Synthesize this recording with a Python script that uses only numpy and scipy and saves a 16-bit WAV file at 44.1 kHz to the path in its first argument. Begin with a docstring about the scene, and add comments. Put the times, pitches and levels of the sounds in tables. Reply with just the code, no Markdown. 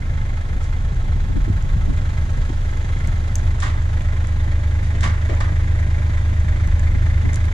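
"""A yard, where a three-cylinder forklift creeps towards the microphone at low engine speed.
Its firings drive the resonances of the exhaust pipe and engine covers: a drone, a chug and a clatter.
The steel plate on its forks clashes a few times, the chassis jolts and grit snaps under the tyres;
walls and parked vehicles reflect these impacts. Light wind buffets the microphone."""
import sys
import numpy as np
from scipy import signal
from scipy.fft import rfft, irfft, next_fast_len
from scipy.io import wavfile
from scipy.ndimage import uniform_filter1d, map_coordinates

SR = 44100
rng = np.random.default_rng(int(sys.argv[2]) if len(sys.argv) > 2 else 0)


def log_audio(samples):
    """Write samples as a 16-bit WAV file to the path given in sys.argv[1]."""
    # one column per channel
    frames = np.atleast_2d(samples).T
    # limit to full scale, then quantise
    limited = np.clip(frames, -1, 1)
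    pcm = np.round(limited * 32767).astype(np.int16)
    wavfile.write(sys.argv[1], SR, pcm)


N = 332073

# The knock of each cylinder, as a relative level in dB.
CYLINDER_DB = [.4, -.8, 1.3]
APPROACH_S, SWING_S = (1.12, 6.3), (2.07, 5.55)  # start and end: the truck nears, and swings round
KNOCK_RISE, KNOCK_DECAY = .14, .35  # time constants, in firing periods


def amp(db):
    """Decibels to amplitude ratio."""
    return 10 ** (np.asarray(db) / 20)


def unit(x):
    """Normalise to rms 1."""
    return x / np.sqrt(np.mean(x ** 2) + 1e-20)


def along(points, hz):
    """Interpolate (Hz, value) points on a logarithmic frequency axis."""
    knots_hz, values = np.transpose(points)
    return np.interp(np.log(hz + 1), np.log(knots_hz + 1), values)


def wobble(rate):
    """A smooth random curve with rate knots a second."""
    knots = rng.standard_normal(int(N * rate / SR) + 4)
    return map_coordinates(knots, [np.arange(N) * rate / SR])


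def swells(rows):
    """A sum of Gaussian envelopes. Each row: centre in seconds, level in dB, half-width in seconds."""
    t = np.arange(N) / SR
    return sum(amp(db) * np.exp(-((t - s) / width) ** 2) for s, db, width in rows)


def progress(span):
    """A raised-cosine ramp from 0 to 1 over a (start, end) span in seconds."""
    u = np.clip((np.arange(N) / SR - span[0]) / (span[1] - span[0]), 0, 1)
    return (1 - np.cos(np.pi * u)) / 2


def filtered(x, response):
    """Linear filtering: multiply the spectrum by a complex frequency response."""
    size = x.shape[-1]
    padded = next_fast_len(size + SR // 4)
    return irfft(rfft(x, padded) * response(np.fft.rfftfreq(padded, 1 / SR)), padded)[..., :size]


def noise(spectrum, shape):
    """Coloured noise of rms 1. Each row of a spectrum: frequency in Hz, relative density in dB."""
    return unit(filtered(rng.standard_normal(shape), lambda hz: amp(along(spectrum, hz))))


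def tilted(x, tilt):
    """Slope the spectrum by tilt dB per octave between 500 and 9000 Hz; rms 1."""
    return unit(filtered(x, lambda hz: amp(tilt * np.log2(np.clip(hz, 500, 9000) / 2000))))


def resonances(modes, hz):
    """Superposed damped resonators. Each mode: frequency in Hz, bandwidth in Hz, gain in dB."""
    return sum(amp(db) * 1j * hz * width / (centre * centre - hz * hz + 1j * hz * width)
               for centre, width, db in modes)


def add(track, s, sound):
    """Mix a sound into a track, starting at s seconds."""
    part = track[..., max(round(s * SR), 0):][..., :sound.shape[-1]]
    part += sound[..., :part.shape[-1]]


def placed(paths):
    """Phase and level differences: direct, scattered left and scattered right paths reach two ports."""
    # Each row: frequency in Hz, phase lead of the left port in radians.
    lead = [(300, 0), (800, -1.1), (1150, -3), (1800, -4.7), (2250, -4.1), (3000, -6.7), (4500, -6.2),
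            (7000, -7.5)]
    # Each row: frequency in Hz, left level minus right in dB.
    pan = [(100, -8), (330, 6), (600, 0), (1000, -7.5), (1400, -6.5), (1800, -1), (2050, -2.5), (2350, 3),
           (3200, -5), (6000, -2), (14000, -3.5)]
    # Each row: frequency in Hz, share of the power that arrives directly.
    direct_share = [(130, 0.69), (280, 0.9), (800, 0.47), (1050, 0.12), (1600, 0.77), (2150, 1),
                    (2500, 0.038), (3800, 0.71), (5200, 0.058), (12000, 0.18)]
    sides = np.array([[.5], [-.5]])
    share = lambda hz: np.clip(along(direct_share, hz), 0, 1)
    direct = filtered(paths[0], lambda hz: np.sqrt(share(hz)) * np.exp(1j * sides * along(lead, hz)))
    scattered = filtered(paths[1:], lambda hz: np.sqrt(1 - share(hz)))
    return filtered(direct + scattered, lambda hz: amp(sides * along(pan, hz)))


def yard_echo(x):
    """Reverberation: reflections from the walls decay exponentially, the treble fastest."""
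    # Each row: frequency in Hz, reverberation time in seconds.
    t60 = [(200, 0.6), (2000, 0.47), (10000, 0.055)]
    hz, t, spectra = signal.stft(rng.standard_normal((2, SR // 2)), SR, nperseg=256)
    tail = signal.istft(spectra * amp(-60 * t / along(t60, hz)[:, None]), SR, nperseg=256)[1]
    return signal.fftconvolve(x, tail / np.linalg.norm(tail[0]), axes=1)[:, :N]


def wind():
    """Turbulent pressure: large eddies press on both ports nearly alike, brief puffs on each apart."""
    # Spectra of breeze, strong gusts and puffs. Each row: frequency in Hz, relative density in dB.
    buffet_spectrum = [(5, -25), (15, -9), (42, -2), (62, -6.5), (100, -9.5), (170, -22), (300, -44),
                       (800, -79)]
    churn_spectrum = [(30, -17.5), (95, 25), (170, -7), (270, -12), (450, -35), (1500, -65)]
    puff_spectrum = [(40, -10.5), (110, 3.5), (180, 0), (240, 6.5), (320, -1.5), (420, -7), (600, -29),
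                     (1500, -63)]
    # Gusts and puffs. Each row: centre in seconds, level in dB, half-width in seconds.
    gusts = [(.12, -26, 0.21), (.55, -21.5, 0.059), (1.05, -27, 0.34), (1.47, -21, 0.196), (1.8, -23, 0.19),
             (2.3, -24, 0.24), (3.12, -27.5, 0.14), (3.47, -23, .05), (6.95, -25.5, 0.39), (7.4, -36, 0.25)]
    puffs = [(1.309, -34, .01), (1.372, -29.5, .024), (1.495, -33, .022), (1.9, -33, .031),
             (6.96, -33, .015), (7.259, -31, .022)]

    def ports(spectrum, side_db):
        mid, side = noise(spectrum, (2, N))
        return mid + amp(side_db) * np.array([side, -side])

    pressure = amp(-28 + wobble(rate=4)) + swells(gusts)  # gusts on top of a wandering breeze
    buffet = pressure * ports(buffet_spectrum, side_db=-18)
    churn = amp(3.5) * pressure ** 2 * ports(churn_spectrum, side_db=-16)  # strong gusts reach higher
    return buffet + churn + swells(puffs) * ports(puff_spectrum, side_db=6)


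def wind_thumps(half_width_cycles=.78, pan_db=3):
    """Pressure pulses: single pushes of air on the microphone, over within a cycle or two."""
    # Each row: time in seconds, peak before panning in dB, centre frequency in Hz.
    pulses = [(1.481, -20.5, 288), (1.501, -15.5, 192), (1.767, -12.5, 129), (2.504, -19, 273),
              (2.527, -29, 268)]
    t = np.arange(N) / SR
    pushes = np.zeros(N)
    for s, db, hz in pulses:
        cycles = (t - s) * hz
        pushes -= amp(db) * np.exp(-(cycles / half_width_cycles) ** 2) * np.cos(2 * np.pi * cycles)
    return pushes * amp([[pan_db / 2], [-pan_db / 2]])


def whistle(pitch_hz=4828, far_db=-82):
    """A faint tone, randomly modulated in pitch and level, grows as the truck nears."""
    level_db = far_db + 6 * progress(APPROACH_S) + 2.2 * wobble(8.2)
    return amp(level_db) * np.sin(2 * np.pi * np.cumsum(pitch_hz + 6 * wobble(30)) / SR)


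def thin_tones(waver=.002):
    """Thin tones swell and fade: the engine covers resonate, and a brief high hydraulic whine sounds."""
    # Each row: centre in seconds, level in dB, half-width in seconds, pitch in Hz.
    tones = [(1.2, -59.5, 1.8, 1071), (2.2, -60, 1.2, 1297), (1.6, -60.5, 1.3, 895), (2.9, -55, .25, 3360),
             (.1, -55, .25, 2110)]
    out = np.zeros(N)
    for s, db, width, hz in tones:
        phase = 2 * np.pi * np.cumsum(hz * (1 + waver * wobble(30))) / SR
        out += swells([(s, db, width)]) * np.sin(phase)
    return out


def grit(tick_count=45, snap_t60=.009, tail_t60=.081, tail_gain=.04):
    """Brittle fracture: stones crack and ring under the tyres, a few sharp snaps among faint ticks."""
    # Each row: start in seconds, relative level in dB, share of dry crack against ring.
    loud_snaps = [(1.6252, -38, 0.087), (3.0739, -33.5, .1), (3.3556, -18, 0.03), (3.3837, -36, 0.11),
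                  (3.454, -48, 0.73), (4.2712, -32, 0.48), (6.6745, -35, 0.27), (6.795, -34, 0.15),
                  (7.333, -30, 0.037), (7.3435, -25.5, 0.051), (7.3585, -27, 0.66), (7.4545, -36, 0.91)]
    # Spectra of ring and crack. Each row: frequency in Hz, relative density in dB.
    ring_spectrum = [(1000, -21), (4400, -18), (5200, 1), (6800, 22), (7700, 14.5), (8600, -23),
                     (10000, -10.5), (12000, -29.5), (15000, -55)]
    crack_spectrum = [(1000, -14.5), (3500, 3), (7000, -4), (9800, 4), (12000, -27), (15000, -42)]
    out, t = np.zeros((3, N)), np.arange(SR // 25) / SR
    ticks = [(.63 + when * (N / SR - 1.4), -47 + 5 * size, 0)
             for when, size in rng.random((tick_count, 2))]
    stones = list(loud_snaps) + ticks
    rings, cracks = [noise(spectrum, (3, len(stones) * len(t))).reshape(3, len(stones), len(t))
                     for spectrum in (ring_spectrum, crack_spectrum)]
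    decay = amp(-60 * t / snap_t60) + tail_gain * amp(-60 * t / tail_t60)
    for k, (s, db, share) in enumerate(stones):
        snap = np.sqrt(1 - share) * rings[:, k] + np.sqrt(share) * cracks[:, k]
        add(out, s, amp(db - 16.5) * unit(snap * decay))
    return placed(out)


def chassis_jolts(rise_s=.00065):
    """Damped vibration: bumps knock the truck's frame, which dies away quickly with a dull sound."""
    # Each row: start in seconds, level in dB, tilt in dB per octave, 60 dB decay time in seconds.
    jolts = [(4.006, -33, 6, 0.036), (4.95, -30.5, 3.5, 0.13), (5.295, -26, 1, 0.18),
             (5.317, -29, -2.5, 0.067), (7.291, -32, 0, 0.033)]
    # Each row: frequency in Hz, relative density in dB.
    frame_spectrum = [(100, -18), (230, 10), (400, 3.5), (680, 3.5), (900, -16.5), (2000, -7.5),
                      (4000, -28), (9000, -58)]
    out, t = np.zeros((3, N)), np.arange(SR // 4) / SR
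    for s, db, tilt, t60 in jolts:
        envelope = amp(db - 60 * t / t60) * np.minimum(t / rise_s, 1)
        add(out, s, envelope * tilted(noise(frame_spectrum, (3, len(t))), tilt))
    return placed(out)


def steel_plate(ring_db=-8, mode_shift=.04, rebound_s=.027, taps_per_s=150, tap_s=.002, rattle_gain=.9):
    """Impact excitation: the plate touches the forks, lands and rebounds, each clash stirring its modes."""
    # Each row: first touch in seconds, level in dB, tilt in dB per octave, then the landing's delay,
    # rise and 60 dB decay time in seconds, and the rebound's relative level in dB.
    drops = [(.619, -43.5, 5.5, .0046, .0023, .24, -19), (3.601, -23, -.2, .0145, .012, .29, -8),
             (4.83, -40, 3.5, .0042, .0044, .24, -16), (5.0075, -21.8, -.5, .017, .014, .28, -8),
             (5.283, -36, -1, .004, .0061, .24, -6), (5.403, -20.5, -3, .002, .003, .11, -11)]
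    # The bright glancing touch: added dB, added dB per octave, rise and 60 dB decay time in seconds.
    touch = (-10, 5.5, .0005, .07)
    # Modes damped by the forks. Each row: frequency in Hz, bandwidth in Hz, relative gain in dB.
    modes = [(780, 70, 1), (990, 70, 1), (1200, 90, 2), (1470, 90, 4), (1750, 50, 1), (1890, 80, 7),
             (2080, 80, 4), (3450, 80, -7), (3840, 40, -8)]
    # Each row: frequency in Hz, relative density in dB.
    clash_spectrum = [(200, 0.5), (500, -16), (800, -2.5), (1100, 1.5), (1550, 1.5), (2100, 2), (2500, -9),
                      (3600, -8), (4800, -12.5), (7000, -11.5), (8500, -20.5), (10000, -22.5), (11500, -50),
                      (15000, -40)]
    out, t = np.zeros((3, N)), np.arange(SR // 2) / SR
    for s, db, tilt, settle_s, landing_rise, landing_t60, rebound_db in drops:
        landing = (0, 0, landing_rise, landing_t60)
        rebound = (rebound_db, -1.5, .0084, .25)
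        contacts = [(0, touch), (settle_s, landing), (settle_s + rebound_s, rebound)]
        seat = np.exp(mode_shift * rng.standard_normal())  # the modes shift with where the plate rests
        response = lambda hz: resonances(modes, hz * seat) / (1 + (hz / 6000) ** 4)
        for delay, (contact_db, added_tilt, rise, t60) in contacts:
            hits = rng.random(len(t)) < taps_per_s / SR  # the plate rattles as it settles
            taps = signal.lfilter([1], [1, -np.exp(-1 / (tap_s * SR))], hits)
            rattle = unit(1 + rattle_gain * uniform_filter1d(taps, size=16))
            ring = unit(filtered(rng.standard_normal((3, len(t))), response))
            clash = noise(clash_spectrum, (3, len(t))) + amp(ring_db) * ring
            envelope = amp(db + contact_db - 60 * t / t60) * np.minimum(t / rise, 1)
            add(out, s + delay, envelope * rattle * tilted(clash, tilt + added_tilt))
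    return placed(out)


def cover_buzz(cycle):
    """Forced vibration: loose covers, shaken once a firing, buzz in spells as the engine pulls."""
    # Each row: centre in seconds, level in dB, half-width in seconds.
    spells = [(.15, -47.5, .4), (2.95, -45.5, .35), (7.05, -44, .7)]
    # Each row, before the response is squared: frequency in Hz, bandwidth in Hz, gain in dB.
    modes = [(1350, 90, -3), (1750, 160, -2), (2080, 130, 1)]
    shake = unit(1 + np.cos(2 * np.pi * (cycle * len(CYLINDER_DB) - KNOCK_DECAY)))
    buzz = filtered(rng.standard_normal((3, N)) * shake, lambda hz: resonances(modes, hz) ** 2)
    return placed(swells(spells) * unit(buzz))


def engine_clatter(cycle, fan_gain=.66, scatter_db=1.15):
    """Modulated noise: each firing's knock rings the engine covers, over the steady rush of the fan."""
    # The bay before and after the swing, and its hiss. Each row: frequency in Hz, relative density in dB.
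    bay_before = [(100, -7), (220, 12.5), (400, 7.5), (600, 8), (900, 5.5), (1200, -1), (1400, 6),
                  (2100, 4.5), (2500, -4), (3000, -32), (3500, -10), (4100, -9.5), (4700, -54), (6000, -85)]
    bay_after = [(100, -9), (210, 7.5), (320, 5.5), (380, -0.5), (450, 2), (620, 3.5), (760, -1),
                 (1200, -2), (1500, 1), (2100, 4.5), (2500, -7.5), (3000, -30.5), (3600, -9.5), (4600, -40),
                 (6000, -35)]
    hiss_spectrum = [(3000, 4.5), (4600, -1), (5500, -2.5), (6600, 1), (7500, -3), (8200, -10),
                     (9500, -7.5), (11000, -17), (14500, -29)]
    # Cover modes before and after the swing. Each row: frequency in Hz, bandwidth in Hz, gain in dB.
    covers_before = [(595, 29.8, 4.5), (872, 18, 9), (1093, 23, 7), (1299, 21, 8.5), (1633, 10, 11),
                     (2068, 22, 9), (3269, 28, 0)]
    covers_after = [(614, 31, 6), (847, 12, 8), (1023, 6.5, 9.5), (1305, 14, -15.5), (1632, 29, 6.5),
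                    (1970, 37, -6.5), (3210, 42, -8.5)]
    # The engine works harder. Each row: centre in seconds, added part in dB, half-width in seconds.
    efforts = [(2.6, -19.5, 1), (7.3, -32.5, 0.31)]
    near, swing = progress(APPROACH_S), progress(SWING_S)
    firing, age = np.divmod(cycle * len(CYLINDER_DB), 1)
    firing = firing.astype(int)
    uneven_db = scatter_db * rng.standard_normal(firing.max() + 3)[firing]
    strength = amp(np.take(CYLINDER_DB, firing % len(CYLINDER_DB)) + uneven_db)
    knock = unit(strength * (1 - np.exp(-age / KNOCK_RISE)) ** 4 * np.exp(-age / KNOCK_DECAY))
    flutter = amp(.23 * wobble(260))  # valves and injectors roughen each knock slightly
    burst = unit(np.hypot(fan_gain, knock * flutter))

    def bay(spectrum, covers, ring_db):
        white = rng.standard_normal((3, N))
        # The fan's low rush does not pulse, so the modulation is cancelled in the bass.
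        bass_fill = filtered(white * (1 - burst), lambda hz: 1 / (1 + (hz / 750) ** 4))
        rush = unit(filtered(white * burst + bass_fill, lambda hz: amp(along(spectrum, hz))))
        ring = unit(filtered(rng.standard_normal((3, N)) * burst, lambda hz: resonances(covers, hz)))
        return rush + amp(ring_db) * ring

    body = np.sqrt(1 - swing) * bay(bay_before, covers_before, ring_db=-5.5)
    body += np.sqrt(swing) * bay(bay_after, covers_after, ring_db=-8.5)
    body = filtered(body, lambda hz: 1 / (1 + (hz / 7500) ** 8))  # the bonnet holds back the treble
    hiss = unit(noise(hiss_spectrum, (3, N)) * np.hypot(1.1, burst))
    body_db, hiss_db = -41 + 3.5 * near, -48 + 2.5 * near
    effort = 1 + swells(efforts)  # the hiss grows faster with effort than the knocking
    return placed(amp(body_db) * effort * body + amp(hiss_db) * effort ** 2.6 * hiss)


def exhaust_throb(cycle, harmonic=10):
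    """Beating: while the truck turns, one exhaust harmonic swells against its strong neighbour."""
    # Each row: centre in seconds, level in dB, half-width in seconds.
    throbs = [(3.9, -35.5, 0.44)]
    return swells(throbs) * np.cos(2 * np.pi * harmonic * cycle)


def exhaust_chug(cycle, level_db=-34, lag_firings=.17, scatter_db=2, spread_rad=.56):
    """Pipe resonance: each firing sends an uneven puff down the exhaust and rings its air column."""
    # Each row: frequency in Hz, bandwidth in Hz, relative gain in dB when far and when near.
    pipe_modes = [(125.6, 7.5, 1, 3.5), (132.9, 9, 7.5, -0.5), (157.65, 8, -4.5, 1),
                  (222, 12, -14.5, -13.5), (264.5, 5.9, -19.5, -14), (305, 17.6, -26, -12.5)]
    # The puff of each cylinder, as a relative level in dB; one is much the hardest.
    puff_db = [-10, 0, -6]
    firing = np.floor(cycle * len(CYLINDER_DB) - lag_firings).astype(int)
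    starts = np.flatnonzero(np.diff(firing)) + 1
    uneven_db = scatter_db * rng.standard_normal(len(starts))
    puffs = np.zeros(N)
    puffs[starts] = amp(np.take(puff_db, firing[starts] % len(puff_db)) + uneven_db)
    puffs = signal.sosfilt(signal.butter(3, (95, 340), "band", fs=SR, output="sos"), puffs)

    def pipe(modes):
        # The higher resonances reach the two ports out of step.
        phase = lambda hz: np.array([[spread_rad], [-spread_rad]]) * np.minimum(hz / 250, 1) ** 3
        return unit(filtered(puffs, lambda hz: resonances(modes, hz) * np.exp(1j * phase(hz))))

    far = pipe([(hz, width, db) for hz, width, db, _ in pipe_modes])
    close = pipe([(hz, width, db) for hz, width, _, db in pipe_modes])
    near = progress(APPROACH_S)
    return amp(level_db) * ((1 - near) * far + near * close)


def exhaust_drone(cycle):
    """Periodic flow sounds harmonics of the engine cycle; the upper ones grow as the truck nears."""
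    # Each row: harmonic number, level in dB when far and when near.
    harmonics = [(3, -22.5, -23), (6, -44.5, -37.5), (9, -28.5, -19), (10, -29.5, -28.5), (12, -33.5, -25)]
    near = progress(APPROACH_S)
    drone = sum(((1 - near) * amp(far_db) + near * amp(near_db)) * np.cos(2 * np.pi * k * cycle)
                for k, far_db, near_db in harmonics)
    return np.sqrt(2) * drone * amp([[-.3], [.3]])


def scene(cycle_start_s=.0492):
    """Superposition of truck, load and wind; one engine phase times the exhaust, clatter and buzz."""
    # Each row: time in seconds, firings a second.
    engine_speed = [(0.0, 25.85), (0.5, 25.34), (1.0, 25.3), (1.5, 24.41), (2.0, 24.79), (2.5, 25.31),
                    (3.0, 25.52), (3.5, 26.07), (4.4, 25.53), (5.1, 25.93), (5.6, 26.12), (6.6, 25.79),
                    (7.53, 26.54)]
    firing_hz = np.interp(np.arange(N) / SR, *np.transpose(engine_speed))
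    firings = np.cumsum(firing_hz) / SR
    cycle = (firings - firings[round(cycle_start_s * SR)]) / len(CYLINDER_DB)
    clanks = steel_plate() + chassis_jolts()
    snaps = grit()
    echo = yard_echo(amp(-8) * clanks + amp(-11) * snaps)
    exhaust = exhaust_drone(cycle) + exhaust_chug(cycle) + exhaust_throb(cycle)
    machinery = engine_clatter(cycle) + cover_buzz(cycle) + whistle() + thin_tones()
    return exhaust + machinery + clanks + snaps + echo + wind() + wind_thumps()


def record(dry):
    """Band limiting: the highest treble is cut off, and both ends fade briefly."""
    top_hz, fade_s = 15000, .004
    edge_s = np.minimum(np.arange(N), np.arange(N)[::-1]) / SR
    return filtered(dry * np.minimum(edge_s / fade_s, 1), lambda hz: hz < top_hz)


dry = scene()
out = record(dry)
log_audio(out)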